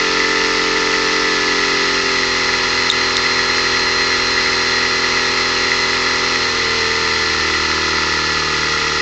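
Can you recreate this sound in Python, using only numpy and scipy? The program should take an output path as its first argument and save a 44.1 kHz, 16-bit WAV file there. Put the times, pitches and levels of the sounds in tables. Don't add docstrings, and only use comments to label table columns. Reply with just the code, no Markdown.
import sys
import numpy as np
from scipy import signal
from scipy.fft import rfft, irfft, next_fast_len
from scipy.io import wavfile
from scipy.ndimage import uniform_filter1d, minimum_filter1d

SR = 44100
rng = np.random.default_rng(int(sys.argv[2]) if len(sys.argv) > 2 else 0)


def persist_wave(psi):
    counts = np.round(np.clip(psi, -1, 1) * 32767).astype(np.int16)
    wavfile.write(sys.argv[1], SR, np.atleast_2d(counts).T)


N = 397385
T = np.arange(N) / SR
CONTROL_STEP_SAMPLES = 40
CONTROL_T = np.arange(N // CONTROL_STEP_SAMPLES + 2) * CONTROL_STEP_SAMPLES / SR

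# time_s, speed_hz
SHAFT_SPEED = [(0.0, 44.8), (1.25, 44.7), (1.38, 44.3), (1.83, 43.9), (2.41, 42.4), (2.53, 42.2),
               (5.82, 42.1), (6.3, 42.3), (6.5, 41.6), (6.83, 40.7), (6.97, 40.7), (7.33, 40.2),
               (7.45, 39.6), (8.35, 38.5), (8.88, 38.0), (9.01, 37.9)]
# shaft_harmonic, level_db
STROKE_HARMONICS = [(1, -47), (2, -53.5), (3, -49), (4, -42), (5, -58.5), (6, -40), (7, -49.5), (8, -49.5),
                    (9, -46.5), (10, -52.5), (11, -51.5), (12, -50), (13, -55), (14, -52.5), (15, -54),
                    (16, -52), (17, -60.5), (18, -53), (19, -56), (20, -47.5), (21, -56), (22, -45.5),
                    (23, -45.5), (24, -55), (25, -43), (26, -44), (27, -56.5), (28, -48.5), (29, -48.5),
                    (30, -51.5), (31, -48), (32, -45.5), (33, -48.5), (34, -54), (35, -44), (36, -54.5),
                    (37, -43.5), (38, -56.5), (39, -48), (40, -53.5), (41, -52.5), (42, -63), (43, -50),
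                    (44, -53), (45, -47.5), (46, -52), (47, -58), (48, -47), (49, -55), (50, -46),
                    (51, -51), (52, -51)]
# centre_hz, width_hz, gain_db
BODY_MODES = [(78.7, 5.5, 19.5), (124.2, 5.6, 4.5), (153.4, 3.2, 6), (261.2, 17, 4.5), (312.8, 11, 12.5),
              (352.8, 8.9, 6), (392, 25.4, 15.5), (449, 11.3, 16.5), (510, 47, 9), (586.2, 8, 8),
              (654, 5, 4), (797.6, 14, 6.5), (864, 99, 8.5), (895, 5.8, 4), (971, 8.3, 6), (1206, 46, 7),
              (1302, 59, 15), (1392, 6, 8), (1685, 5.5, 11), (1732, 18.4, 17.5), (1790, 11, 14.5),
              (1895, 6, 6.5), (1927, 70, 4), (2005, 82, 15.5)]
# centre_hz, width_hz, gain_db
BENCH_REFLECTIONS = [(90.3, 7, -11.5), (167.5, 6, -3), (215, 25, -7.5), (760, 66, -3), (958, 54, -3),
                     (1014, 20, 4), (1834, 20, -6), (1122, 50, -8), (1650, 50, -7)]
# centre_hz, width_hz, gain_db
VALVE_MODES = [(1758, 69, -7), (1917, 40, -6), (1958, 35, -1), (2013, 39, 1), (2114, 150, -11.5),
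               (2555, 130, -7), (3350, 83, -6), (4980, 84, -2)]
# frequency_hz, relative_density_db
EXHAUST_SPECTRUM = [(1350, -36.5), (2300, -4), (2610, -1.5), (3090, -7), (3410, -7.5), (3930, -4.5),
                    (4010, -5.5), (4290, -4.5), (4360, -3.5), (5080, -4), (6430, -12.5), (7570, -22.5),
                    (8060, -40), (10500, -70), (17700, -120)]
# centre_hz, width_hz, gain_db
HISS_RIPPLE = [(2366, 70, -3.5), (2440, 55, 1), (2717, 57, -6), (2770, 44, 4), (2860, 77, -5),
               (2985, 50, 2.5), (3164, 85, -6), (3346, 120, 5), (3700, 110, 1), (3900, 140, -2.5),
               (4750, 71, -1), (4800, 140, 0.5), (5610, 54, -6), (5670, 73, 4.5), (5900, 110, -2.5),
               (6530, 300, 2), (6750, 130, -5.5), (7870, 94, 8.5)]
# frequency_hz, relative_density_db
CHAMBER_SPECTRUM = [(17, -11.5), (45, -6), (105, -12.5), (200, -8.5), (310, -4.5), (400, 0.5), (560, -11.5),
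                    (720, -14.5), (1000, 1), (1150, -3.5), (1370, 1.5), (1530, -9.5), (1800, -4.5),
                    (2400, -26.5)]
# switching_harmonic, sideband_shaft_orders (rounded in use), relative_db
BUZZ_LINES = [(1, -3.5, -3.5), (1, -0.5, 0), (1, -0.5, -12), (1, 1, -4), (2, 0, -7.5), (3, -1, -8.5),
              (3, 3, -12), (4, -1, -11.5), (5, -1, -17)]
# start_s, ring_gain_db, ring_hz, ring_t60_s, snap_gain_db, snap_hz, snap_width_hz
CLICK_EVENTS = [(2.8998, 9.5, 3700, 0.019, -3, 6840, 1500), (2.9129, -5, 3430, .01, -10, 6850, 1500),
                (2.9204, -5, 3830, .015, -23, 7440, 1500), (3.1680, -2.5, 3680, .008, -1, 4930, 2800)]

CRUISE_HZ, LABOUR_ONSET_HZ, LABOUR_RANGE_HZ = 42.2, 41.9, 1.5
STROKE_GAP_TURNS = 0.56
KNOCK_HZ = 1320


def drumming(turns, intake=0.89, scatter_rad=0.81, dispersion=0.6, flutter=0.19):
    speed_hz = shaft_speed_hz(CONTROL_T)
    load = labour(speed_hz)
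    load_bands = [(780, 300, np.interp(load, [0, 1], [1.5, -2.5])), (KNOCK_HZ, 200, -6 * load)]
    out = np.zeros(N)
    for k, (_, level_db) in enumerate(STROKE_HARMONICS, 1):
        height = k / len(STROKE_HARMONICS)
        pair_rad = np.angle(1 + intake * np.exp(-2j * np.pi * k * STROKE_GAP_TURNS))
        smear_rad = scatter_rad * height * rng.standard_normal()
        bending_rad = np.pi * dispersion * k * height
        phase = np.exp(1j * (pair_rad + smear_rad + bending_rad))
        unsteady = 1 + flutter * height * (drift(rate_hz=4) + 1j * drift(rate_hz=4))
        hz = k * speed_hz
        body = response(BODY_MODES, hz) * response(BENCH_REFLECTIONS, hz) * response(load_bands, hz)
        phasor = np.interp(T, CONTROL_T, from_db(level_db) * body * phase * unsteady)
        out += (phasor * np.exp(2j * np.pi * k * turns)).real
    return np.sqrt(2) * out


def valve_rattle(turns, uneven_db=0.8, chatter=0.48):
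    stroke = (np.floor(turns) + np.floor(turns - STROKE_GAP_TURNS) + 1).astype(int)
    strength = from_db(uneven_db * rng.standard_normal(stroke[-1] + 1))[stroke]
    strength *= limp(stroke // 2, depth_db=4.5, slip_chance=0.15)
    slaps = strength * stroke_pulses(turns, intake=0.85, decay_turns=0.13)
    force = (slaps + chatter) * rng.standard_normal(N)
    plate = sum(from_db(db) * resonate(force, hz, width_hz) for hz, width_hz, db in VALVE_MODES)
    return unit_rms(resonate(plate, hz=2043, width_hz=670))


def airflow(turns, pulsing, spectrum, ripple=()):
    flow = 1 + pulsing * stroke_pulses(turns, intake=1.0, decay_turns=0.12)
    return shape_spectrum(flow * rng.standard_normal(N), spectrum, ripple)


def linkage_knock(turns, offset_turns=0.52, width_hz=140):
    turn = np.floor(turns + 1 - offset_turns).astype(int)
    hits = np.diff(turn, prepend=turn[0]) * limp(turn, depth_db=7.0, slip_chance=0.1)
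    return unit_rms(resonate(resonate(hits, KNOCK_HZ, width_hz), KNOCK_HZ, 3 * width_hz))


def controller_whine(turns, load, buzz_db, peak_s=3.65, peak_db=-23.5, waver_db=0.77):
    def tone(level_db, cycles):
        level_db = level_db + waver_db * np.interp(T, CONTROL_T, drift(rate_hz=13))
        return np.sqrt(2) * from_db(level_db) * np.sin(2 * np.pi * cycles)

    third_harmonic_hz = np.interp(load, [0, 1], [4143.8, 4147.5])
    switch_cycles = np.cumsum(third_harmonic_hz / 3) / SR
    swell_db_per_s, fade_db_per_s = 2.5, 1.14
    whine_db = peak_db - np.maximum(swell_db_per_s * (peak_s - T), fade_db_per_s * (T - peak_s))
    out = tone(whine_db, 3 * switch_cycles)
    for harmonic, sideband, relative_db in BUZZ_LINES:
        out += tone(buzz_db + relative_db, round(harmonic) * switch_cycles + round(sideband) * turns)
    return out


def clicks(snap_decay_s=0.0014):
    out = np.zeros(N)
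    age_s = np.arange(SR // 10) / SR
    for start_s, ring_db, ring_hz, t60_s, snap_db, snap_hz, snap_width_hz in CLICK_EVENTS:
        ring = np.sin(2 * np.pi * ring_hz * age_s) * from_db(-60 * age_s / t60_s)
        ring = resonate(ring, ring_hz, width_hz=1550)
        burst = rng.standard_normal(len(age_s)) * np.exp(-age_s / snap_decay_s)
        snap = resonate(resonate(burst, snap_hz, snap_width_hz), snap_hz, snap_width_hz)
        snap /= np.abs(snap).max()
        start = round(start_s * SR)
        out[start:start + len(age_s)] += from_db(ring_db) * ring + from_db(snap_db) * snap
    return signal.sosfilt(signal.butter(8, 7750, fs=SR, output="sos"), out)


def hum(pitch_hz=60, rest_db=-60.5, swell_db=16, peak_s=4.1, half_width_s=0.55):
    swell = np.exp(-((T - peak_s) / half_width_s) ** 2)
    return from_db(rest_db + swell_db * swell) * unit_rms(np.sin(2 * np.pi * pitch_hz * T))


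def shaft_speed_hz(times_s):
    return np.interp(times_s, *np.transpose(SHAFT_SPEED))


def labour(speed_hz):
    return np.clip((LABOUR_ONSET_HZ - speed_hz) / LABOUR_RANGE_HZ, 0, 1)


def stroke_pulses(turns, intake, decay_turns):
    exhaust_puff = np.exp(-(turns % 1) / decay_turns)
    intake_puff = np.exp(-((turns - STROKE_GAP_TURNS) % 1) / decay_turns)
    return unit_rms(exhaust_puff + intake * intake_puff)


def limp(turn, depth_db, slip_chance):
    flips = rng.random(turn[-1] + 1) > slip_chance
    return from_db(depth_db * (np.cumsum(flips) % 2 - 0.5))[turn]


def drift(rate_hz):
    pole = np.exp(-2 * np.pi * rate_hz * CONTROL_STEP_SAMPLES / SR)
    wander = signal.lfilter([1], [1, -2 * pole, pole ** 2], rng.standard_normal(2 * len(CONTROL_T)))
    return unit_rms(wander[len(CONTROL_T):])


def response(bands, hz):
    stages = [1 + (from_db(db) - 1) / (1 + 2j * (hz - centre_hz) / width_hz)
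              for centre_hz, width_hz, db in bands]
    return np.prod(stages, axis=0)


def shape_spectrum(x, spectrum, ripple):
    size = next_fast_len(N)
    hz = np.maximum(np.arange(size // 2 + 1) * SR / size, 1)
    points_hz, points_db = np.transpose(spectrum)
    curve = from_db(np.interp(np.log(hz), np.log(points_hz), points_db))
    skirts = np.minimum(1, np.minimum(hz / points_hz[0], points_hz[-1] / hz)) ** 6
    return unit_rms(irfft(rfft(x, size) * curve * skirts * response(ripple, hz), size)[:N])


def resonate(x, hz, width_hz):
    radius = np.exp(-np.pi * width_hz / SR)
    feedback = [1, -2 * radius * np.cos(2 * np.pi * hz / SR), radius ** 2]
    return signal.lfilter(np.array([1, 0, -1]) * (1 - radius ** 2) / 2, feedback, x + 1e-18)


def from_db(db):
    return 10 ** (np.asarray(db) / 20)


def unit_rms(x):
    return x / np.sqrt(np.mean(np.abs(x) ** 2) + 1e-20)


def scene():
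    speed_hz = shaft_speed_hz(T)
    turns = np.cumsum(speed_hz) / SR
    over_cruise_hz = speed_hz - CRUISE_HZ
    load = labour(speed_hz)
    drum = from_db(0.12 + 0.3 * over_cruise_hz) * drumming(turns)
    valves = from_db(-22.5 - 0.55 * abs(over_cruise_hz)) * valve_rattle(turns)
    rush = from_db(-30) * airflow(turns, pulsing=0.36, spectrum=CHAMBER_SPECTRUM)
    hiss_db = -21.5 + 0.14 * over_cruise_hz
    hiss = from_db(hiss_db) * airflow(turns, pulsing=0.16, spectrum=EXHAUST_SPECTRUM, ripple=HISS_RIPPLE)
    knock = from_db(np.interp(load, [0, 1], [-36, -26.5])) * linkage_knock(turns)
    whine = controller_whine(turns, load, buzz_db=-37.5 - 0.9 * over_cruise_hz)
    mono = drum + valves + rush + hiss + knock + whine + clicks() + hum()
    return np.array([mono, mono])


def record(dry):
    ceiling_db, release_db_per_s, window_samples, cutoff_hz = -0.25, 220, 48, 8250
    peak_db = 20 * np.log10(np.abs(dry).max(axis=0) + 1e-9)
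    over_db = np.maximum(peak_db - ceiling_db, 0)
    release_db = release_db_per_s * T
    reduction_db = np.maximum.accumulate(over_db + release_db) - release_db
    gain_db = uniform_filter1d(minimum_filter1d(-reduction_db, window_samples), window_samples)
    lowpass = signal.ellip(12, 0.1, 80, cutoff_hz, fs=SR, output="sos")
    return signal.sosfilt(lowpass, dry * from_db(gain_db))


dry = scene()
out = record(dry)
persist_wave(out)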